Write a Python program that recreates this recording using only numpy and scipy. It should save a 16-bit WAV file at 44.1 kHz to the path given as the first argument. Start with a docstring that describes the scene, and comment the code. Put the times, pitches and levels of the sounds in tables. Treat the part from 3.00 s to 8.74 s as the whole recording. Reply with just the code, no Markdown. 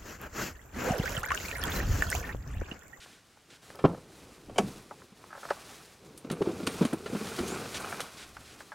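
"""A pickup by quiet woods: its two side doors are unlatched and a folded camp chair is dragged out from under the seat.
Latch clunks, chair bumps and tube clacks are struck bodies: decaying sine modes plus band noise.
Floor rumble, cloth scrape and the wearer's nylon jacket are coloured noise under movement envelopes.
The camera is worn close to the jacket, which also ticks on its case; each microphone port hisses faintly."""
import sys
import numpy as np
from scipy import signal
from scipy.fft import rfft, irfft, next_fast_len
from scipy.io import wavfile
from scipy.ndimage import uniform_filter1d

SR = 44100
rng = np.random.default_rng(int(sys.argv[2]) if len(sys.argv) > 2 else 0)


def output_pcm(signal):
    """Save a mono or channel-first signal as 16-bit PCM at the path in sys.argv[1].

    Samples are clipped to [-1, 1] before scaling.
    """
    pcm = np.clip(np.atleast_2d(signal).T, -1, 1) * 32767
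    wavfile.write(sys.argv[1], SR, np.round(pcm).astype(np.int16))


N = 253178
TIME = np.arange(N) / SR

# cloth scraping, of chair and jacket: hz, relative_db
SCRAPE_SPECTRUM = [(400, -18.5), (600, 4), (770, 7), (930, 2), (1130, 6.5), (1350, 5.5), (1560, 4),
                   (1850, -10), (2450, 1.5), (3500, -22.5), (6000, -23)]


def undb(db):
    """Decibels to gain."""
    return 10 ** (np.asarray(db) / 20)


def unit(x):
    """Scale to rms 1."""
    return x / np.sqrt(np.mean(x ** 2) + 1e-30)


def db_at(points, hz):
    """Read a spectrum on a log-frequency axis; it falls 20 dB per octave beyond its ends."""
    f, db = np.transpose(points)
    octave, known = np.log2(np.maximum(hz, 1)), np.log2(f)
    beyond = np.abs(octave - np.clip(octave, known[0], known[-1]))
    return np.interp(octave, known, db) - 20 * beyond


def colour(x, points):
    """Filter by a spectrum of (Hz, dB) points."""
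    size = next_fast_len(len(x))
    hz = np.arange(size // 2 + 1) * SR / size
    return irfft(rfft(x, size) * undb(db_at(points, hz)), size)[:len(x)]


def coloured_noise(points):
    """Steady noise of rms 1 with the given spectrum."""
    return unit(colour(rng.standard_normal(N), points))


def walk(rate_hz):
    """Smooth random drift with an rms of 1."""
    k = max(int(SR / rate_hz), 1)
    steps = np.repeat(rng.standard_normal(N // k + 1), k)
    return unit(uniform_filter1d(steps, k)[:N])


def swells(events, attack, release):
    """Movements speed up, hold and slow down over shares of their length; one gain per dB column."""
    power = 0
    for start_s, length_s, *db in events:
        along = (TIME - start_s) / length_s
        ramp = np.clip(np.minimum(along / attack, (1 - along) / release), 0, 1)
        speed = np.sin(np.pi / 2 * ramp)
        power = power + (undb(db)[:, None] * speed) ** 2
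    return np.sqrt(power)


def friction(points, grains_per_s, grain_db, spread_db, flutter_db, flutter_hz):
    """Countless tiny slips: a hiss with some larger grains, pressed unevenly, coloured by the surface."""
    present = rng.random(N) < grains_per_s / SR
    signs = rng.choice([-1, 1], N)
    sizes = undb(spread_db * np.minimum(rng.exponential(size=N), 4))
    grains = present * signs * sizes
    slips = rng.standard_normal(N) + undb(grain_db) * unit(grains)
    pressure = undb(flutter_db * walk(flutter_hz))
    return unit(colour(slips * pressure, points))


def blows(events, modes, rattle, rattle_db, rattle_t60_s, damping, rise_s, tail_db, tail_t60_s, shift):
    """Each blow rings a body's main modes and a dense rattle of lesser ones, with a weak longer tail."""
    t = np.arange(int(.6 * SR)) / SR  # every ring is cut at 0.6 s
    head = int(.015 * SR)  # a blow's level is the spread of these first samples
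    hz, db, t60_s = np.transpose(modes)[:, :, None]
    pivot_octave = np.average(np.log2(hz), weights=undb(db))

    # rattle: noise in half-octave bands
    centres = 54 * 2 ** (np.arange(17) / 2)
    filters = [signal.butter(2, [f / 2 ** .25, f * 2 ** .25], "band", fs=SR, output="sos") for f in centres]
    noise = np.array([unit(signal.sosfilt(f, rng.standard_normal(2 * len(t)))) for f in filters])
    band_hz = centres[:, None]
    band_db = db_at(rattle, band_hz) + 10 * np.log10(band_hz)  # density to band level
    band_t60_s = rattle_t60_s * (band_hz / 2 ** pivot_octave) ** -damping  # treble dies first

    fade = -np.log(1000) * t
    contact = 1 - np.exp(-t / rise_s)
    sign = (-1) ** np.arange(len(hz))[:, None]
    out = np.zeros(N + len(t))
    for start_s, level_db, tilt_db, length, *main_hz in events:
        # every blow lands on a new spot, so the modes shift a little
        detune = 1 + shift * rng.standard_normal(hz.shape)
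        spot_db = rng.standard_normal(hz.shape)
        start = rng.integers(len(t))
        if main_hz:  # a loose load is stiffer on some spots, which moves all its modes
            detune = detune * main_hz[0] / hz[np.argmax(db)]

        mode_gain = sign * undb(db + spot_db + tilt_db * np.log2(hz))
        ring = mode_gain * np.sin(2 * np.pi * hz * detune * t) * np.exp(fade / (t60_s * length))

        decay = np.exp(fade / (band_t60_s * length))
        tail = undb(tail_db) * np.exp(fade * rattle_t60_s / (band_t60_s * tail_t60_s))
        dense = noise[:, start:start + len(t)] * (decay + tail)
        dense = dense / dense[:, :2 * head].std(axis=1, keepdims=True)
        dense = dense * undb(band_db + tilt_db * np.log2(band_hz))

        ring, dense = ring.sum(0) * contact, dense.sum(0) * contact
        hit = ring / ring[:head].std() + undb(rattle_db) * dense / dense[:head].std()
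        i = int(start_s * SR)
        out[i:i + len(t)] += hit / hit[:head].std() * undb(level_db)
    return out[:N]


def doors():
    """A dull clunk from the front latch, a sharp clack from the rear catch, and the slow sway of the panels."""
    # handle pulled, latch lets go: start_s, level_db, brightness_db_per_octave, ring_length_factor
    latch_blows = [(.755, -56.5, 30, 0.38), (.789, -42, 9.5, 2.4), (.8405, -17.5, -2, 0.6),
                   (.8465, -23, 3, .5), (.8485, -14, -0.5, 0.62), (.8495, -28, 6.5, 1.6),
                   (.8565, -30, 5, 0.74), (.8695, -48, -6, 0.33), (.9445, -41, 3.5, .8),
                   (.975, -48, 5, 1.2)]
    # front panel modes: hz, relative_db, t60_s (before ring_length_factor)
    front_modes = [(71.5, -15.5, 0.19), (128, -6, 0.092), (170.7, 0.5, 0.18), (284, -0.5, 0.171),
                   (422, -4.5, 0.078), (511, 3.5, 0.067), (734, -10.5, 0.039), (1068, -12, 0.074),
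                   (1252, -11, 0.047), (1346, -16, 0.084), (1780, -21, 0.058), (2303, -26.5, 0.042),
                   (2750, -29.5, 0.042), (3170, -28, 0.037), (5050, -32.5, 0.013)]
    # front panel rattle: hz, relative_db
    front_rattle = [(24, -46), (40, -21.5), (290, 1.5), (359, -4), (425, 3), (566, -4.5), (718, -2),
                    (1130, -13), (1240, -17), (2000, -46), (2310, -30.5), (3640, -45.5), (12000, -86),
                    (15600, -103), (22000, -120)]
    # rear steel catch: start_s, level_db, brightness_db_per_octave, ring_length_factor
    catch_blows = [(1.482, -48, -14, 1), (1.496, -44, -1.5, 1.3), (1.559, -41, 0.5, 2.8),
                   (1.5815, -35.5, 7.5, 0.11), (1.5835, -20.5, 2.5, 0.56), (1.589, -28.5, 0, 0.62),
                   (1.595, -25, -3, 1.2), (1.630, -34.5, -20, 2.1), (1.672, -39, -8.5, 1.8)]
    # rear panel modes: hz, relative_db, t60_s (before ring_length_factor)
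    rear_modes = [(196.6, -6, 0.13), (249, 1, 0.076), (314, -3, 0.07), (415, -4.5, 0.063), (557, 1, 0.034),
                  (744, 2, 0.075), (1116, -12, 0.13), (1300, -15, 0.093), (1740, -26, 0.1),
                  (2296, -11, 0.074), (3090, -3.5, 0.022), (4840, -20.5, 0.054), (5700, -26, 0.1),
                  (6460, -26, 0.089), (7200, -20, 0.042), (8760, -21, 0.04)]
    # rear panel rattle: hz, relative_db
    rear_rattle = [(59, -34), (100, -23), (201, 9), (589, 6), (742, 5), (1490, -12), (2320, -10),
                   (4280, -24), (5510, -30), (8950, -20.5), (12000, -56), (14200, -60), (15500, -87)]
    # door swings: start_s, length_s, level_db
    swings = [(.86, .2, -58), (1.44, 0.44, -54.5), (5.2, 0.46, -59.5)]
    # panel sway: hz, relative_db
    sway_spectrum = [(20, -7), (40, -42), (62, -10), (120, -13)]

    front_blows = latch_blows + chatter(count=4, tilt_db=-2.7, length=.9)
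    front = blows(front_blows, front_modes, front_rattle, rattle_db=1.0, rattle_t60_s=0.034, damping=0.18,
                  rise_s=0.0027, tail_db=-34.0, tail_t60_s=0.32, shift=0.0047)
    rear = blows(catch_blows, rear_modes, rear_rattle, rattle_db=-1.7, rattle_t60_s=0.063, damping=0.11,
                 rise_s=0.001, tail_db=-22.5, tail_t60_s=0.2, shift=0.0062)
    sway, = swells(swings, attack=.15, release=0.65)
    return front + rear + sway * coloured_noise(sway_spectrum)


def chatter(count, tilt_db, length):
    """The freed door rebounds on its seal at even spacing, each rebound weaker than the last."""
    first_s, gap_s, first_db, loss_db = .879, .0165, -33.5, 1.5
    return [(first_s + k * gap_s, first_db - k * loss_db, tilt_db, length) for k in range(count)]


def chair():
    """The folded chair bumps, clacks and scrapes its way over the floor, tug by tug."""
    # bumps on carpet: start_s, level_db, brightness_db_per_octave, ring_length_factor, main_pitch_hz
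    floor_bumps = [(2.121, -52, 7.5, 0.69, 194), (3.246, -38.5, 7.5, 0.6, 245),
                   (3.309, -31, 8.5, 0.36, 212), (3.321, -31.5, 8, 1.7, 160), (3.4065, -27, -4, 0.71, 393),
                   (3.4155, -24.5, 2.5, 0.52, 363), (3.455, -38, 8.5, 3.4, 406),
                   (3.472, -25.5, -3, 0.64, 355), (3.486, -30.5, 5.5, 2, 318), (3.511, -44, 12, 1.4, 311),
                   (3.600, -37, 9, 0.55, 340), (3.630, -34.5, 9, 0.88, 205), (3.674, -32, -3, 0.59, 268),
                   (3.8095, -19, 3.5, 1, 203), (3.822, -25.5, 7, 2, 195), (3.850, -23.5, 4.5, 0.54, 230),
                   (3.930, -28, 6.5, 0.54, 255), (3.938, -30.5, 3, 0.55, 344), (4.059, -37, -3, 0.62, 400),
                   (4.128, -33.5, 6, 0.95, 250), (4.147, -29, 5, 1.5, 200), (4.208, -34.5, 7, 2, 200),
                   (4.387, -30.5, -4, 2.1, 368), (4.399, -32, -12, 1.4, 240), (4.432, -33.5, 0, 0.59, 395)]
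    # cab floor modes: hz (rescaled to main_pitch_hz), relative_db, t60_s (before ring_length_factor)
    floor_modes = [(176, -11.5, 0.056), (245.3, 5, 0.061), (304, -3, 0.037), (393, -6, 0.037),
                   (547, -12, 0.035), (724, -23, 0.051)]
    # cab floor rattle: hz, relative_db
    floor_rattle = [(29, -37), (50, -17), (220, 8), (349, 5), (501, -10.5), (762, -19), (1180, -17.5),
                    (1920, -57), (2340, -35.5), (4440, -48), (6000, -69), (7800, -77), (13200, -120)]
    # steel tubes meet: start_s, level_db, brightness_db_per_octave, ring_length_factor
    tube_clacks = [(3.1755, -50, 11, 0.77), (3.300, -39.5, -3.5, 0.4), (3.314, -42.5, 7.5, 0.71),
                   (3.421, -39.5, -4.5, 0.49), (3.600, -45, -9.5, 1.1), (3.667, -36, 3.5, 1.3),
                   (3.671, -30, -0.5, 0.47), (3.850, -38, 1.5, 0.7), (3.928, -40.5, -6.5, 0.67),
                   (3.931, -47.5, 14, 0.6), (4.059, -39.5, -3.5, 1.9), (4.269, -44.5, -1, 0.65),
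                   (4.386, -36, -3.5, 1), (4.477, -43.5, 6, 1.3), (4.80, -48, 11, 1.9),
                   (4.895, -49.5, 11, 3.1), (5.004, -35.5, 1, 0.35), (5.013, -42, 2, 0.51)]
    # tube modes: hz, relative_db, t60_s (before ring_length_factor)
    tube_modes = [(1392, 14, 0.052), (1580, -2, 0.048), (2910, 7, 0.037), (3056, 3, 0.07),
                  (4250, 3.5, 0.054), (4560, 3.5, 0.055), (6400, 2, 0.066), (7300, 1, 0.062),
                  (8160, 0, 0.085), (8940, -8, 0.16), (9100, -6, 0.22), (9300, -1, 0.15)]
    # tube rattle: hz, relative_db
    tube_rattle = [(240, -36), (400, 0), (705, 2), (796, -2), (1630, 4), (2090, -1), (3300, 1.5),
                   (4840, -5.5), (5390, -16), (9070, -7.5), (15500, -33)]
    # tugs: start_s, length_s, floor_rumble_db, cloth_scrape_db
    tugs = [(3.23, 0.34, -42.5, -55.5), (3.35, 0.5, -40, -51), (3.6, 0.62, -43, -50.5),
            (4.05, 0.39, -41.5, -52), (4.38, 0.37, -38, -44.5), (4.69, 0.45, -47, -44)]
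    # floor rumble: hz, relative_db
    rumble_spectrum = [(45, -65), (70, 0), (110, 1), (200, 6.5), (300, 1.5), (395, 6.5), (470, 6),
                       (570, -6), (700, -11.5)]

    bumps = blows(floor_bumps, floor_modes, floor_rattle, rattle_db=-7, rattle_t60_s=0.063, damping=0.19,
                  rise_s=0.004, tail_db=-33.0, tail_t60_s=0.15, shift=0.028)
    all_clacks = tube_clacks + jostle(count=14, tilt_db=-6.5, length=0.56)
    clacks = blows(all_clacks, tube_modes, tube_rattle, rattle_db=3.0, rattle_t60_s=0.054, damping=0.093,
                   rise_s=0.00091, tail_db=-20, tail_t60_s=0.28, shift=0.0067)
    rumble_gain, scrape_gain = swells(tugs, attack=.25, release=0.72)
    rumble = rumble_gain * friction(rumble_spectrum, grains_per_s=150, grain_db=-3, spread_db=2,
                                    flutter_db=1.5, flutter_hz=30)
    scrape = scrape_gain * friction(SCRAPE_SPECTRUM, grains_per_s=160, grain_db=0, spread_db=2.6,
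                                    flutter_db=2.5, flutter_hz=55)
    zip_tone = squeak(start_s=4.45, length_s=.115, from_hz=5900, to_hz=7900, level_db=-46, wobble=.03)
    return bumps + clacks + rumble + scrape + zip_tone


def jostle(count, tilt_db, length):
    """Loose tubes clack lightly at uneven moments through the long slide."""
    start_s, length_s, level_db, scatter_db = 4.15, .85, -46, 3
    moment, force = rng.random((count, 2)).T
    times_s = start_s + length_s * (np.arange(count) + moment) / count
    levels_db = level_db + scatter_db * (2 * force - 1)
    return [(s, db, tilt_db, length) for s, db in zip(times_s, levels_db)]


def squeak(start_s, length_s, from_hz, to_hz, level_db, wobble):
    """A thin zip of taut cloth over an edge: a sine of rising, rapidly wobbling pitch."""
    along = np.clip((TIME - start_s) / length_s, 0, 1)
    hz = (from_hz + (to_hz - from_hz) * along) * (1 + wobble * walk(1500))
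    envelope = np.sqrt(np.abs(np.sin(np.pi * along)))
    return undb(level_db) * envelope * np.sin(2 * np.pi * np.cumsum(hz) / SR)


def jacket():
    """Nylon swishes and rasps with every reach, the sleeves murmur, and the jacket ticks on the camera's case."""
    # arm movements: start_s, length_s, nylon_swish_db, sleeve_murmur_db
    reaches = [(0, 0.2, -60.5, -60.5), (.47, 0.15, -65, -62.5), (.61, .17, -58.5, -60),
               (.66, 0.56, -62, -52), (1.04, 0.55, -60.5, -55), (1.45, 0.47, -62, -48.5),
               (1.57, 0.33, -55, -69), (1.83, 0.31, -62.5, -57.5), (2.13, 0.29, -62, -59.5),
               (2.32, 0.72, -53, -55), (2.97, 0.4, -64, -53.5), (3.3, 1, -54, -50.5),
               (3.69, 0.25, -47.5, -58), (4.02, 0.99, -45.5, -51), (4.68, 0.52, -47.5, -51.5),
               (5.1, 0.25, -54, -56), (5.25, 0.62, -58, -59), (5.57, 0.076, -58, -78)]
    # nylon swish: hz, relative_db
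    nylon_spectrum = [(1060, -37), (1800, 1.5), (2410, -3), (2670, -1.5), (3990, 0), (5700, -2),
                      (7160, -3.5), (9770, -5), (15100, -15.5), (16000, -15.5)]
    # dull murmur of moving sleeves: hz, relative_db
    sleeve_spectrum = [(50, -3.5), (130, -0.5), (270, -1.5), (410, -1), (520, -5), (700, -14), (1000, -14)]
    # knocks on the plastic case: start_s, level_db, brightness_db_per_octave, ring_length_factor
    case_ticks = [(.060, -55.5, 2, 0.49), (.372, -61, -2, 0.39), (.703, -48.5, 5, 0.15),
                  (.748, -50, -3.5, 2.7), (1.910, -41.5, -4.5, 1), (2.019, -54, 3, 0.53),
                  (2.2405, -50.5, 1, 0.18), (2.304, -50, 5, 5), (2.3285, -44, 8, 1.1),
                  (2.350, -45.5, 3.5, 2.6), (2.377, -48, 1, 0.89), (2.4315, -43, 3, 0.86),
                  (2.452, -41, 1.5, 0.96), (2.489, -45.5, 8, 0.89), (2.504, -33.5, 11, 1),
                  (2.507, -27, -8, 0.75), (4.9255, -37, 6, 0.65), (5.368, -44.5, 10, 0.43),
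                  (5.605, -46, 6, 0.73), (5.719, -42, 8.5, 1.9)]
    # case modes: hz, relative_db, t60_s (before ring_length_factor)
    case_modes = [(404, -8.5, 0.048), (575, -1, 0.063), (830, -7, 0.11), (1313, 3, 0.022),
                  (1540, -8, 0.057), (1704, -5.5, 0.037)]
    # case rattle: hz, relative_db
    case_rattle = [(88, -50), (150, -30), (260, -20), (593, 5), (872, 16), (1130, 9), (1350, 13),
                   (2920, -19), (3210, -33), (4220, -19), (12000, -68.5), (15600, -73), (22000, -120)]
    stir_db, rasp_db = -68, -2.5  # faint constant stir; rasp of the weave relative to the swish

    slide, sleeves = swells(reaches, attack=0.25, release=0.57)
    slide = np.hypot(slide, undb(stir_db))
    swish = slide * friction(nylon_spectrum, grains_per_s=900, grain_db=-4, spread_db=3,
                             flutter_db=1, flutter_hz=55)
    rasp = slide * undb(rasp_db) * friction(SCRAPE_SPECTRUM, grains_per_s=300, grain_db=-5, spread_db=2.2,
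                                            flutter_db=1.2, flutter_hz=30)
    murmur = sleeves * friction(sleeve_spectrum, grains_per_s=40, grain_db=-7, spread_db=1.5,
                                flutter_db=1.2, flutter_hz=18)
    ticks = blows(case_ticks, case_modes, case_rattle, rattle_db=-2.5, rattle_t60_s=0.087, damping=0.17,
                  rise_s=0.0001, tail_db=-22, tail_t60_s=0.1, shift=0.019)
    return swish + rasp + murmur + ticks


def brushes():
    """Single strokes of cloth on cloth, with a step or a tug, quick to start and slower to fade."""
    # strokes: start_s, length_s, level_db
    strokes = [(0, 0.062, -51.5), (0.054, 0.17, -60.5), (0.499, 0.084, -55.5), (0.617, 0.044, -64),
               (4.742, 0.049, -38), (5.17, 0.094, -49), (5.447, 0.12, -56.5)]
    # trouser cloth: hz, relative_db
    trouser_spectrum = [(700, -16), (1150, -37), (1400, 6.5), (1900, 2), (3200, 3.5), (5000, -1),
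                        (8500, -5), (11000, -13.5), (15500, -30)]
    pressure, = swells(strokes, attack=0.083, release=.45)
    return pressure * friction(trouser_spectrum, grains_per_s=650, grain_db=-12, spread_db=1.5,
                               flutter_db=.6, flutter_hz=45)


def woods():
    """The quiet woods: steady coloured noise."""
    # woods: hz, relative_db
    woods_spectrum = [(25, -6), (60, 0), (200, 0), (400, -3), (600, -8), (1100, -11), (1500, -9),
                      (3500, -13), (8000, -19), (12000, -29), (16000, -36)]
    level_db = -64
    return undb(level_db) * coloured_noise(woods_spectrum)


def port_hiss():
    """Faint hiss and breeze at the microphone ports: steady coloured noise."""
    # ports: hz, relative_db
    hiss_spectrum = [(30, -4), (60, 3), (125, -9), (250, -17.5), (550, -11.5), (1200, -24), (2000, -23.5),
                     (4000, -14.5), (8000, -15.5), (15000, -19.5)]
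    level_db = -75.5
    return undb(level_db) * coloured_noise(hiss_spectrum)


def scene():
    """Everything is close and central; a faint side signal follows the mid's level, weakest around 1 kHz."""
    # side level: hz, side_minus_mid_db
    side_level = [(30, -27), (150, -59), (500, -74), (1000, -83), (4000, -42), (8000, -40), (13000, -25)]
    background = woods()
    mid = doors() + chair() + jacket() + brushes() + background
    follower = colour(mid * walk(400), side_level)  # mid's level with random sign and size
    side = follower + port_hiss()
    return np.array([mid + side, mid - side])


def record(dry):
    """The camera cuts the top: a steep elliptic low-pass."""
    top_hz = 15850
    return signal.sosfilt(signal.ellip(10, .2, 80, top_hz, fs=SR, output="sos"), dry)


dry = scene()
out = record(dry)
output_pcm(out)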